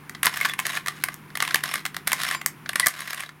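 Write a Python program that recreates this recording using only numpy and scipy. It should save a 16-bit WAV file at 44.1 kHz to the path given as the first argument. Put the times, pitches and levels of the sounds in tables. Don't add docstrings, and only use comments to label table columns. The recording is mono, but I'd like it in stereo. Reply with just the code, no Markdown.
import sys
import numpy as np
from scipy import signal
from scipy.fft import rfft, irfft
from scipy.io import wavfile
from scipy.ndimage import uniform_filter1d

SR = 44100
rng = np.random.default_rng(int(sys.argv[2]) if len(sys.argv) > 2 else 0)


def put_to_file(sound):
    columns = np.atleast_2d(sound).T
    safe = np.clip(columns, -1, 1)
    whole_steps = np.round(safe * 32767)
    wavfile.write(sys.argv[1], SR, whole_steps.astype(np.int16))


N = 149940

# start_s, body_db, edge_db
CLACK_HITS = [(0.0947, -30.5, -33.5), (0.1482, -32, -49), (0.2304, -15.5, -17.5), (0.2498, -20.5, -26),
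              (0.2569, -18.5, -12.5), (0.2666, -11.5, -19.5), (0.3594, -34, -34), (0.3718, -26.5, -28),
              (0.4111, -23, -27), (0.448, -17.5, -35), (0.452, -18, -25), (0.4575, -21, -29),
              (0.495, -25, -34), (0.5352, -24.5, -32.5), (0.59, -18, -26), (0.5982, -25, -24.5),
              (0.652, -24, -43), (0.6662, -23, -21.5), (0.7518, -32, -35), (0.7706, -20.5, -33.5),
              (0.86, -24.5, -35), (0.8715, -23.5, -31), (0.8821, -18.5, -24.5), (1.0377, -14.5, -18),
              (1.0842, -23, -35.5), (1.1419, -40, -31), (1.3018, -41.5, -58), (1.3529, -24, -33.5),
              (1.3716, -25, -28.5), (1.4021, -18.5, -30), (1.423, -16.0, -21.5), (1.449, -24.5, -35),
              (1.476, -23.5, -32), (1.507, -23.5, -38), (1.544, -11, -15.5), (1.5565, -17, -22),
              (1.6362, -21, -25), (1.7385, -20, -25), (1.756, -21, -27), (1.8527, -21.5, -28.5),
              (1.861, -23.5, -28.5), (1.9437, -30, -41), (1.9655, -23.5, -28.5), (2.0723, -20.5, -22.5),
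              (2.076, -19, -15.5), (2.1175, -18.5, -23), (2.1301, -16, -16), (2.2161, -25, -29.5),
              (2.2338, -20, -23.5), (2.249, -23, -31), (2.288, -26.5, -30), (2.3104, -19.5, -28),
              (2.3468, -21.5, -34), (2.413, -27.5, -40), (2.461, -16.5, -12.5), (2.659, -30, -71),
              (2.6911, -21, -28.5), (2.731, -28.5, -37.0), (2.7564, -15.5, -22), (2.797, -15, -14.5),
              (2.8044, -21.5, -31), (2.8597, -19, -22), (2.868, -11.5, -11), (2.8832, -30, -19),
              (3.0048, -28.5, -30.5), (3.074, -30.5, -38.5), (3.106, -29.5, -31), (3.1305, -26, -31.5),
              (3.146, -42, -30), (3.2046, -29.5, -30), (3.2341, -29, -43), (3.2904, -35, -51)]
# pitch_hz, width_hz, level_db
BODY_MODES = [(715, 125, -10), (1085, 101.5, 0), (1800, 499, 3.5), (2304, 984, 0), (3300, 2110, -6)]
# pitch_hz, width_hz, level_db
EDGE_MODES = [(4820, 1500, 1.5), (8190, 4760, 5), (9950, 1630, 10.5), (12900, 1620, 2)]
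# start_s, end_s, level_db
FACE_SLIDES = [(0.233, 0.279, -30.5), (0.331, 0.494, -34), (0.583, 0.642, -40), (0.655, 0.759, -32),
               (0.858, 1.14, -49), (1.397, 1.59, -37), (1.635, 1.762, -33), (2.069, 2.171, -37),
               (2.195, 2.335, -32), (2.753, 2.941, -40.5), (2.963, 3.231, -38)]
# start_s, pitch_hz, level_db, damped_after_s
SPRING_RINGS = [(.412, 2155, -15, 0.0056), (0.454, 6500, -44, .1), (.490, 3450, -29.5, 0.028),
                (0.507, 1800, -34, 0.035), (2.351, 7240, -38.5, 0.08), (2.352, 4810, -42, .055),
                (2.829, 1962, -15.5, 0.018)]
# freq_hz, t60_s
ROOM_DECAY = [(2000, 0.18), (10000, 0.13)]
# freq_hz, relative_density_db
HISS_SPECTRUM = [(30, -17.5), (160, 0), (355, -3), (600, -18.5), (1000, -7), (2400, -12.5), (4000, -25.5),
                 (8500, -32), (9500, -24), (16000, -28)]
# pitch_hz, level_db
HUM_TONES = [(150, -48.5), (197, -55.5)]

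DETUNE_SHARE, SCATTER_DB = 0.04, 2
CHATTER_S, SHORTEN_PER_DB, RISE_SHARE, SPIKE_DB, BODY_CUTOFF_HZ = 0.0039, 0.05, 0.17, 5, 5360
THUMP_HZ, THUMP_DB, THUMP_KNEE_DB = 350, -22, -9
CATCHES_PER_S, CATCH_SPREAD_DB, SLIDE_FADE_S, SLIDE_RELEASE_S = 550, 5.5, 0.012, 0.027
RUB_DB, RUB_BODY_DB, RUB_FLICKER_DB = -9, 6.5, 3
SQUEAK_PITCHES_HZ, SQUEAK_WIDTH_HZ, SQUEAK_DB = (3450, 3856, 5320, 6525), 65, -10.5
SPRING_ATTACK_S, SPRING_T60_S, SPRING_DAMP_S, SPRING_ROUGH_DB = 0.0013, 0.23, 0.008, 2
ROOM_DB, HISS_DB, HUM_WAVER_DB, HUM_WAVER_RAD = -11.5, -47, 1, 0.48
DROP_AT_S, DROP_DB, SETTLE_DB, SETTLE_S = 2.885, -24, -5, 0.027
LEFT_EAR_DB, PAN_SPREAD_DB, BAND_LIMIT_HZ = -0.29, 2, 16300


def clack(body_db, edge_db):
    t = np.arange(1024) / SR
    body_noise, edge_noise, spike_noise = rng.standard_normal((len(t), 3)).T
    scatter = np.clip(rng.standard_normal((len(BODY_MODES + EDGE_MODES), 2)), -2, 2)
    sharpness_db = np.clip(edge_db - body_db + 8, -10, 20)
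    length_s = CHATTER_S * np.exp(-SHORTEN_PER_DB * sharpness_db)
    swell = np.minimum(t / (RISE_SHARE * length_s), 1) * np.exp(-(t / length_s) ** 2)
    push = swell * flicker(spike_noise, SPIKE_DB, 10)
    body = resonate(whiten(push * body_noise), BODY_MODES, scatter)
    body = signal.lfilter(*signal.butter(2, BODY_CUTOFF_HZ, fs=SR), body)
    edge = resonate(whiten(push * edge_noise), EDGE_MODES, scatter[len(BODY_MODES):])
    pulse = np.gradient(t ** 2 * np.exp(-2 * np.pi * THUMP_HZ * t)) * SR * 20 * THUMP_HZ
    thump = pulse * gain(THUMP_DB + 2 * min(body_db - THUMP_KNEE_DB, 0))
    return gain(body_db) * body / peak_rms(body) + gain(edge_db) * edge / peak_rms(edge) + thump


def slide():
    t = np.arange(N) / SR
    motion = np.zeros(N)
    for start_s, end_s, level_db in FACE_SLIDES:
        attack = np.clip((t - start_s) / SLIDE_FADE_S + 0.5, 0, 1)
        release = np.exp(-np.maximum(t - end_s, 0) / SLIDE_RELEASE_S)
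        motion += gain(level_db) * attack * release
    strength = gain(CATCH_SPREAD_DB * np.minimum(rng.exponential(1, N), 3))
    catches = strength * (rng.random(N) < CATCHES_PER_S / SR)
    kind = rng.integers(0, 24, N)
    grit = sum(signal.oaconvolve(catches * (kind == k), clack(-50.5, -59.5))[:N] for k in range(24))
    friction = unit_rms(grit) + gain(RUB_DB) * rub()
    squeaks = squeak(motion * catches, kind)
    squeaks *= np.linalg.norm(motion) / np.linalg.norm(squeaks)
    return motion * friction + gain(SQUEAK_DB) * squeaks


def rub():
    noise = rng.standard_normal(N) * flicker(rng.standard_normal(N), RUB_FLICKER_DB, 300)
    no_scatter = np.zeros((9, 2))
    body = unit_rms(resonate(noise, BODY_MODES, no_scatter))
    edge = unit_rms(resonate(noise, EDGE_MODES, no_scatter))
    return unit_rms(gain(RUB_BODY_DB) * body + edge)


def squeak(catches, kind):
    out = np.zeros(N)
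    for k, pitch_hz in enumerate(3 * SQUEAK_PITCHES_HZ):
        scatter = 0.5 * rng.standard_normal((1, 2))
        out += resonate(catches * (kind == k), [(pitch_hz, SQUEAK_WIDTH_HZ, 0)], scatter)
    return out


def springs():
    out = np.zeros(N)
    for start_s, pitch_hz, level_db, damped_after_s in SPRING_RINGS:
        t = np.arange(0, damped_after_s + SPRING_DAMP_S, 1 / SR)
        envelope = np.minimum(t / SPRING_ATTACK_S, 1) * gain(level_db - 60 * t / SPRING_T60_S)
        damping = np.clip(1 + (damped_after_s - t) / SPRING_DAMP_S, 0, 1)
        rough = flicker(rng.standard_normal(len(t)), SPRING_ROUGH_DB, 60)
        add(out, start_s, envelope * damping * rough * np.sin(2 * np.pi * pitch_hz * t))
    return out


def room(x):
    taps = np.zeros((2, SR // 2))
    grid = np.arange(200, SR // 2 - 20, 20)
    delays = grid + rng.integers(0, 20, (2, len(grid)))
    np.put_along_axis(taps, delays, rng.choice([-1., 1.], delays.shape), 1)
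    taps += taps.sum(0)
    freq_hz, t, bands = signal.stft(taps, SR, nperseg=128)
    decay = gain(-60 * t / curve_at(ROOM_DECAY, freq_hz)[:, None])
    tail = signal.istft(bands * decay, SR, nperseg=128)[1]
    return signal.fftconvolve(x[None], tail / np.linalg.norm(tail[0]), axes=1)[:, :N]


def hiss(correlation=0.62):
    left, other = rng.standard_normal((2, N))
    right = correlation * left + np.sqrt(1 - correlation ** 2) * other
    shape = gain(curve_at(HISS_SPECTRUM, np.fft.rfftfreq(N, 1 / SR)))
    return gain(HISS_DB) * unit_rms(irfft(rfft([left, right]) * shape, N))


def hum():
    t = np.arange(N) / SR
    out = np.zeros(N)
    for pitch_hz, level_db in HUM_TONES:
        sag, drift = (unit_rms(signal.oaconvolve(noise, np.hanning(3000), "same"))
                      for noise in rng.standard_normal((2, N)))
        phase_rad = 2 * np.pi * pitch_hz * t + HUM_WAVER_RAD * drift
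        out += gain(level_db - HUM_WAVER_DB * sag) * np.sin(phase_rad)
    return out


def background_drop():
    t = np.arange(N) / SR
    dip = np.exp(-np.maximum(t - DROP_AT_S, 0) / SETTLE_S)
    level_db = (t > DROP_AT_S) * (SETTLE_DB + (DROP_DB - SETTLE_DB) * dip)
    return gain(uniform_filter1d(level_db, size=200))


def resonate(x, modes, scatter):
    f = np.fft.rfftfreq(len(x), 1 / SR)
    response = 0
    for k, ((pitch_hz, width_hz, level_db), (detune, boost)) in enumerate(zip(modes, scatter)):
        centre_hz = pitch_hz * (1 + DETUNE_SHARE * detune)
        weight = (-1) ** k * gain(level_db + SCATTER_DB * boost)
        loss = 1j * f * width_hz
        response += weight * loss / (centre_hz ** 2 - f ** 2 + loss)
    return irfft(rfft(x) * response, len(x))


def whiten(burst):
    spectrum = rfft(burst)
    power = uniform_filter1d(abs(spectrum) ** 2, size=15)
    return irfft(spectrum / np.sqrt(power + 1e-20), len(burst))


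def flicker(noise, depth_db, window_samples):
    return gain(depth_db * unit_rms(uniform_filter1d(noise, window_samples)))


def gain(db):
    return 10 ** (np.asarray(db) / 20)


def unit_rms(x):
    return x / np.sqrt(np.mean(x ** 2) + 1e-20)


def peak_rms(x):
    return np.sqrt(uniform_filter1d(x ** 2, size=150).max())


def curve_at(points, freq_hz):
    knots_hz, values = np.transpose(points)
    return np.interp(np.log(freq_hz + 1), np.log(knots_hz + 1), values)


def add(mix, start_s, sound):
    part = mix[round(start_s * SR):][:len(sound)]
    part += sound[:len(part)]


def scene():
    puzzle = np.tile(springs() + slide(), (2, 1))
    pans_db = PAN_SPREAD_DB * rng.standard_normal(len(CLACK_HITS))
    for (start_s, body_db, edge_db), pan_db in zip(CLACK_HITS, pans_db):
        sound = clack(body_db, edge_db)
        for ear, side in zip(puzzle, (0.5, -0.5)):
            add(ear, start_s, sound * gain(side * pan_db))
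    reverb = gain(ROOM_DB) * room(puzzle.mean(0))
    background = (hiss() + hum()) * background_drop()
    return puzzle * gain([[LEFT_EAR_DB], [0]]) + reverb + background


def record(dry):
    lowpass = signal.firwin(511, BAND_LIMIT_HZ, window=("kaiser", 9), fs=SR)
    return signal.oaconvolve(np.clip(dry, -1, 1), lowpass[None], "same")


dry = scene()
out = record(dry)
put_to_file(out)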